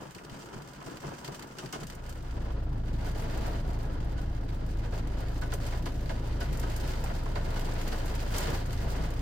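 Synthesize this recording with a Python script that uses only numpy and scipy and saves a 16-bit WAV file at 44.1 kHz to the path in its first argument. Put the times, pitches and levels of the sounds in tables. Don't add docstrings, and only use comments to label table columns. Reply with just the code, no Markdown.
import sys
import numpy as np
from scipy import signal
from scipy.fft import rfft, irfft, next_fast_len
from scipy.io import wavfile
from scipy.ndimage import map_coordinates

SR = 44100
rng = np.random.default_rng(int(sys.argv[2]) if len(sys.argv) > 2 else 0)


def pcm_store(signal):
    levels = np.round(np.clip(np.atleast_2d(signal), -1, 1) * 32767)
    wavfile.write(sys.argv[1], SR, levels.astype(np.int16).T)


N = 406161
TIME = np.arange(N) / SR

# t/s, roof level/dB, windscreen level/dB
RAIN_LEVELS = [(0, -45, -67), (.12, -55, -65.5), (.4, -52, -63.5), (.72, -55.5, -65.5), (1.35, -50, -63),
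               (1.55, -53.5, -64.5), (2, -53.5, -66.5), (2.3, -53.5, -62.5), (2.75, -53.5, -73),
               (2.88, -53, -64), (3.55, -49.5, -62.5), (3.85, -48.5, -66), (4.3, -52, -67),
               (5.1, -50.5, -64), (6.05, -50.5, -64), (6.9, -46, -55), (7.3, -48.5, -62.5),
               (7.45, -47, -58.5), (7.8, -45, -55), (8.7, -48.5, -58), (9.21, -49.5, -61.5)]
# start t/s, length/s, roof lift/dB, windscreen lift/dB
RAIN_SQUALLS = [(0.494, 0.093, 4.5, 0.5), (0.824, 0.12, 4, 4.5), (1.016, 0.092, 7, 4.5),
                (1.602, 0.042, 1, 10.5), (1.785, 0.038, 7, 6.5), (2.316, 0.26, 3.5, -1),
                (2.977, 0.095, 5.5, 4), (3.127, .35, 5, 5), (4.821, 0.044, 2.5, 5.5), (4.906, 0.07, 6, 6.5),
                (5.168, 0.05, 5.5, 3), (5.596, 0.14, 2, 6), (8.316, 0.22, 6, 7), (8.802, 0.25, 4, 3)]
# t/s, level/dB
ROOF_BOOMS = [(.335, -46), (0.571, -41), (1.075, -39), (1.305, -43), (1.67, -44), (1.835, -43.5),
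              (2.72, -39), (2.93, -37.5), (6.53, -36.5), (8.5, -32.5), (9, -37.5)]
# t/s, level/dB, clack relative to tick/dB
HARD_DROPS = [(.109, -50, -10), (0.149, -47, 3.5), (.249, -52, 3), (.297, -52, 7), (.343, -53, -3),
              (0.431, -58, 4), (.458, -51, -2.5), (.62, -52, 3), (0.675, -53, 1), (.734, -52, 2),
              (.825, -54, 4), (0.899, -57, 7), (.971, -49, 5), (1.145, -56, -4), (1.2463, -45, 5),
              (1.259, -50, 3), (1.2783, -45, 4), (1.346, -46, 3), (1.394, -46, 3), (1.4242, -45, 3),
              (1.585, -43.5, 2), (1.659, -51, 9), (1.726, -37.5, -14), (1.801, -49, -5), (1.833, -45, 2.5),
              (1.869, -44.5, -2), (1.9, -44.5, 3), (1.923, -55, 4), (1.95, -47, -18), (2.063, -52.5, 3),
              (2.094, -44, -9), (2.126, -49.5, 0), (3.064, -48, -6), (3.113, -50, -16), (3.375, -45, -15),
              (3.831, -54, -12), (4.046, -58, -14), (4.49, -58, 9), (4.664, -56, -12), (5.0729, -49.5, -5),
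              (5.206, -49, -7), (5.284, -53.5, 6), (5.4136, -47, -12), (5.537, -34.5, -7), (5.665, -42, -9),
              (5.86, -46, -5), (6.059, -54, 7), (6.4045, -44, -4), (6.429, -47, -6), (6.529, -45, -8),
              (6.573, -43, -16), (6.598, -38.5, -20), (6.699, -45, -4), (6.763, -37.5, -20),
              (7.04, -39.5, -19), (7.235, -51, -14), (7.357, -55, 13), (7.595, -43, -1), (7.737, -46, -12),
              (7.814, -43, 0), (7.877, -40, -2), (7.929, -46, 1), (8.058, -42, -11), (8.151, -42, -14),
              (8.366, -38, -14), (8.382, -29, -25), (8.406, -37, -14), (8.502, -42, -10), (8.66, -46, -13),
              (8.707, -50, 6), (8.73, -42, -5), (8.917, -45, -14), (9.105, -47, -12)]
# t/s, level/dB, hollow pitch f/Hz
HEAVY_DROPS = [(.15, -40, 250), (.183, -42, 1900), (0.431, -40.5, 340), (0.53, -38, 480),
               (0.594, -39.5, 440), (.812, -37, 950), (.865, -32.5, 380), (.908, -36.5, 340),
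               (1.031, -32, 440), (1.112, -35.5, 420), (1.277, -31, 530), (1.436, -40, 330),
               (1.626, -32, 382), (1.748, -30.5, 400), (1.962, -46, 420), (2.34, -47, 332),
               (3.703, -42, 650), (4.43, -40, 378), (6.165, -37.5, 554), (6.625, -35, 420),
               (7.038, -34.5, 806), (7.255, -33, 734), (8.545, -32.5, 620)]
# t/s, level/dB, splash relative to knock/dB
WATER_BLOBS = [(0.527, -52, -5), (1.247, -50, 2.5), (1.586, -44.5, 0), (1.726, -37, -5.5),
               (1.745, -42.5, -5), (3.063, -46, -19), (3.449, -45, -16), (4.179, -45, -10),
               (5.418, -37, -15), (5.52, -35.5, -9), (5.722, -40.5, -12), (5.857, -36.5, -9),
               (6.093, -35.5, -12.5), (6.407, -37.5, -8), (6.63, -38.5, -12), (7.098, -40, -23),
               (7.355, -34.5, -17), (7.559, -39, -7), (7.919, -39.5, -5.5), (8.343, -40, -3),
               (8.415, -47, 4), (8.472, -42, -4)]

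# f/Hz, level/dB
ROOF_SPECTRUM = [(8, -48), (60, -6), (120, 5.5), (200, 1), (310, -2), (520, 3.5), (700, -1), (1100, -6.5),
                 (1450, -5), (2100, -18), (3000, -19), (5000, -24.5), (9000, -43), (16000, -70)]
GLASS_SPECTRUM = [(150, -29), (600, 0), (1400, 11), (2100, 10), (3600, 8.5), (4800, 4.5), (6200, 0.5),
                  (8500, -6.5), (10000, -12), (12500, -14.5), (15000, -13.5), (16000, -24)]
WIND_SPECTRUM = [(5, -60), (22, -16), (55, 7), (90, -4), (140, 9), (300, -15), (700, -15), (2000, -32)]
BOOM_SPECTRUM = [(5, -60), (15, -35), (30, -10), (55, -11), (85, -44), (120, -3.5), (137, 0), (170, -7.5),
                 (260, -24), (500, -25), (1500, -87)]
TICK_SPECTRUM = [(200, -31), (2500, -23), (4500, 3), (7000, 8.5), (9000, 5), (11000, 3.5), (15000, 5.5),
                 (16000, -23)]
CLACK_SPECTRUM = [(100, -19), (500, -18), (1500, 16.5), (3000, 15), (4700, 16), (7000, -10), (16000, -25)]
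KNOCK_SPECTRUM = [(20, -40), (80, -11), (250, 13.5), (600, 14), (900, 7), (1500, 10), (2200, -1.5),
                  (4000, -4.5), (16000, -43)]
SPLASH_SPECTRUM = [(500, -27), (1800, -7), (2800, 22.5), (4700, 19), (7000, 13), (16000, -3)]
RUMBLE_SPECTRUM = [(5, -55), (14, -12), (40, -3.5), (65, 2.5), (90, -0.5), (132, -4.5), (170, -6),
                   (220, -13), (280, -7), (400, -18), (800, -54), (3000, -70)]
# multiple of its pitch, level/dB
THUD_SPECTRUM = [(.2, -12), (.6, 7), (1, 14), (2.1, 3.5), (3.5, -8), (20, -55)]

# f/Hz, T60/s
CABIN_T60 = [(150, 0.15), (600, 0.14), (2000, 0.11), (6000, 0.14), (13000, 0.18)]
# f/Hz, level/dB, T60/s
WINDSCREEN_MODES = [(651, 2, 0.19), (1007, -8, 0.17), (1250, -1, 0.13), (1490, 1, 0.16), (1700, -17, .13),
                    (2160, -12, 0.18)]
# f/Hz, bandwidth/Hz, gain/dB
PANEL_RESONANCES = [(365, 58, 3), (684, 58, 4.5), (950, 120, 2), (2112, 215, 4.5), (3464, 240, -2),
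                    (4610, 350, 2)]
# f/Hz, gain/dB
OPENING_COLOUR = [(300, 2.5), (480, -3), (720, -3.5), (950, 1), (1400, 2), (2000, -2), (3000, 0.5),
                  (4000, -3.5), (5700, 2), (9300, 3.5), (9800, -5), (15000, -1)]

# t/s, f/Hz
FIRING_RATE = [(1.7, 27.37), (6.4, 27.34), (7.1, 27.46), (7.6, 27.74), (8.1, 27.55), (8.7, 27.36),
               (9.2, 27.33)]
# multiple of the firing rate, level/dB
ENGINE_ORDERS = [(2.75, -51.5), (3, -47.5), (4, -43), (4.5, -52.5), (5, -49), (6, -54), (8, -57.5),
                 (12, -60.5)]

# f/Hz, coherence
STEREO_COHERENCE = [(50, .997), (130, .96), (300, .62), (620, .17), (950, .5), (1120, .15), (1400, .8),
                    (2100, .62), (2550, .22), (3000, .6), (3700, .15), (6000, .25), (8500, .5),
                    (11000, .85)]
# f/Hz, phase/rad
STEREO_PHASE = [(20, -.1), (100, -.5), (200, -1), (400, -2.1), (780, -3.1), (1000, -4), (1250, -2.1),
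                (2300, -2.6), (2750, -1.5), (3200, -2.5), (4200, -4.9), (6000, -5), (7500, -3.6),
                (15000, -3.8)]
# f/Hz, level/dB
STEREO_BALANCE = [(100, 0), (280, 3), (600, 0.4), (1050, 0.5), (2000, -2), (3600, -1), (5200, 0),
                  (8800, 0.5), (11000, -0.5)]


def amp(db):
    return 10 ** (np.asarray(db) / 20)


def unit(x):
    return x / np.sqrt(np.mean(x ** 2) + 1e-20)


def along(points, hz):
    f, v = np.transpose(points)
    return np.interp(np.log(hz + 1), np.log(f + 1), v)


def curves(rows):
    s, *cols = np.transpose(rows)
    return [np.interp(TIME, s, c) for c in cols]


def wobble(rate):
    return map_coordinates(rng.standard_normal(int(N * rate / SR) + 4), [TIME * rate], mode="nearest")


def filtered(x, response):
    size = next_fast_len(N + 8192)
    return irfft(rfft(x, size) * response(np.fft.rfftfreq(size, 1 / SR)), size)[..., :N]


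def noise(spectrum):
    return unit(filtered(rng.standard_normal((2, N)), lambda hz: amp(along(spectrum, hz))))


def add(track, s, sound):
    part = track[:, round(s * SR):][:, :sound.shape[1]]
    part += sound[:, :part.shape[1]]


def impact(spectrum, ring, crack, crack_s, tilt_db=0):
    hz, t, bands = signal.stft(rng.standard_normal((2, SR // 6)), SR, nperseg=256)
    colour_db = along(spectrum, hz) + tilt_db * np.log2(hz + 100)
    t60 = ring * along(CABIN_T60, hz)[:, None]
    sound = signal.istft(bands * amp(colour_db[:, None] - 60 * t / t60), SR, nperseg=256)[1]
    sound *= 1 + crack * np.exp(-np.arange(sound.shape[1]) / SR / crack_s)
    return sound / np.linalg.norm(sound)


def patter(spectrum, rate, spread_db, vary_db, spots=18, **strike):
    out = np.zeros((2, N))
    for tilt_db in np.linspace(-vary_db, vary_db, spots):
        lands = np.flatnonzero(rng.random(N) < rate / SR / spots)
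        size_db = spread_db * np.minimum(rng.standard_normal(N)[lands], 2)
        drops = np.zeros((1, N))
        drops[0, lands] = amp(size_db) / np.sqrt(rate[lands])
        out += signal.oaconvolve(drops, impact(spectrum, tilt_db=tilt_db, **strike), axes=1)[:, :N]
    return unit(out)


def squall(s, length, attack_s=0.035):
    release_s = 0.023 + .35 * length
    return np.clip((TIME - s) / attack_s, 0, 1) * np.clip(1 - (TIME - s - length) / release_s, 0, 1)


def rain(exposure, sheltered_share=.55):
    lift_db = sum(np.outer(lifts, squall(s, length)) for s, length, *lifts in RAIN_SQUALLS)
    roof_db, glass_db = curves(RAIN_LEVELS) + lift_db
    density = amp(.5 * (glass_db - glass_db.mean())) * (sheltered_share * (1 - exposure) + exposure)
    roof = patter(ROOF_SPECTRUM, rate=1250 * density, spread_db=4.5, vary_db=1.5,
                  ring=0.95, crack=0.32, crack_s=0.01)
    glass = patter(GLASS_SPECTRUM, rate=650 * density, spread_db=6.0, vary_db=9,
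                   ring=1.0, crack=0.79, crack_s=0.0066)
    return amp(roof_db + 3.5) * roof + amp(glass_db + 8.5) * glass


def wind(level_db=-55):
    return amp(level_db) * noise(WIND_SPECTRUM)


def roof_boom(floor_db=-56, swell_s=0.023, decay_s=0.026):
    panel = noise(BOOM_SPECTRUM)
    out = amp(floor_db) * panel
    for s, db in ROOF_BOOMS:
        swell = np.exp(-(np.minimum(TIME - s, 0) / swell_s) ** 2 - np.maximum(TIME - s, 0) / decay_s)
        local_rms = np.linalg.norm(swell * panel[0]) / np.linalg.norm(swell)
        out += amp(db) * swell * panel / local_rms
    return out


def ticks():
    out = np.zeros((2, N))
    for s, db, clack_db in HARD_DROPS:
        tick = impact(TICK_SPECTRUM, ring=0.93, crack=3.2, crack_s=0.0063)
        clack = impact(CLACK_SPECTRUM, ring=0.98, crack=2.3, crack_s=0.0057)
        add(out, s, amp(db + 23.5) * tick + amp(db + clack_db + 25.0) * clack)
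    return out


def thuds():
    out = np.zeros((2, N))
    for s, db, hz in HEAVY_DROPS:
        spectrum = [(hz * multiple, level) for multiple, level in THUD_SPECTRUM]
        add(out, s, amp(db + 22.5) * impact(spectrum, ring=0.99, crack=1.8, crack_s=0.0095))
    return out


def glass_ring(scatter_db=9):
    hz, db, t60 = np.transpose(WINDSCREEN_MODES)[:, :, None]
    t = TIME[:SR // 6]
    envelopes = amp(db + scatter_db * rng.standard_normal((2, len(hz), 1)) - 60 * t / t60)
    modes = np.sin(2 * np.pi * (hz * t + rng.random((2, len(hz), 1))))
    sound = np.sum(envelopes * modes, axis=1)
    return sound / np.linalg.norm(sound)


def splats(count=4, gap_s=0.0044, loss_db_per_s=550):
    out = np.zeros((2, N))
    pieces = np.arange(count)
    for s, db, splash_db in WATER_BLOBS:
        add(out, s, amp(db + 23.5) * glass_ring())
        delays = (pieces + rng.random(count) * (pieces > 0)) * gap_s
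        for delay in delays:
            size_db = db - loss_db_per_s * delay
            knock = impact(KNOCK_SPECTRUM, ring=1.0, crack=1.3, crack_s=0.0032)
            splash = impact(SPLASH_SPECTRUM, ring=1.0, crack=0.68, crack_s=0.0032)
            add(out, s + delay, amp(size_db + 27.5) * knock + amp(size_db + splash_db + 29.0) * splash)
    return out


def engine(idle_hz=27.35, rumble_db=-39.5, throb_db=2.5):
    firing_hz, = curves(FIRING_RATE)
    excess_hz = firing_hz - idle_hz
    firing_db = -35 + 8.5 * excess_hz
    octave_db = -36.5 - 19 * excess_hz + 1.3 * wobble(4.7)
    phase = 2 * np.pi * np.cumsum(firing_hz) / SR + 0.063 * wobble(14)

    def order(k, jitter=0):
        return np.sqrt(2) * np.sin(k * phase + jitter - k * k * np.pi / 3)

    low = amp(firing_db) * order(0.99) + amp(octave_db) * order(2)
    high = sum(amp(db + 2.5 * wobble(12)) * order(k, jitter=0.21 * wobble(25)) for k, db in ENGINE_ORDERS)
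    out = amp(rumble_db) * unit(noise(RUMBLE_SPECTRUM) * amp(throb_db * np.cos(phase)))
    out[0] += low + high
    return out


def dispersed(x, bass_delay_s=.014, corner_hz=1204):
    lag_cycles = lambda hz: bass_delay_s * corner_hz * (1 - np.exp(-hz / corner_hz))
    return filtered(x, lambda hz: np.exp(-2j * np.pi * lag_cycles(hz)))


def bodywork(hz):
    return 1 + sum((amp(db) - 1) * 1j * hz * width / (centre ** 2 - hz ** 2 + 1j * hz * width)
                   for centre, width, db in PANEL_RESONANCES)


def microphones(pair, left_delay_s=35 / SR):
    angle = lambda hz: np.arccos(np.clip(along(STEREO_COHERENCE, hz), 0, 1)) / 2
    mid, side = filtered(pair, lambda hz: np.array([np.cos(angle(hz)), np.sin(angle(hz))]))
    half = np.array([[.5], [-.5]])
    phase = lambda hz: 2 * np.pi * hz * left_delay_s + along(STEREO_PHASE, hz)
    response = lambda hz: amp(half * along(STEREO_BALANCE, hz)) * np.exp(-1j * half * phase(hz))
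    return filtered(np.array([mid + side, mid - side]), response)


def scene():
    exposure = np.interp(TIME, [1.72, 2.67], [0, 1])
    water = filtered(rain(exposure) + ticks() + dispersed(splats() + thuds()), bodywork)
    opening = filtered(water, lambda hz: amp(along(OPENING_COLOUR, hz))) + wind()
    seafront = water + engine()
    return microphones((1 - exposure) * opening + exposure * seafront + roof_boom())


def record(dry):
    return filtered(dry, lambda hz: hz < 15900)


dry = scene()
out = record(dry)
pcm_store(out)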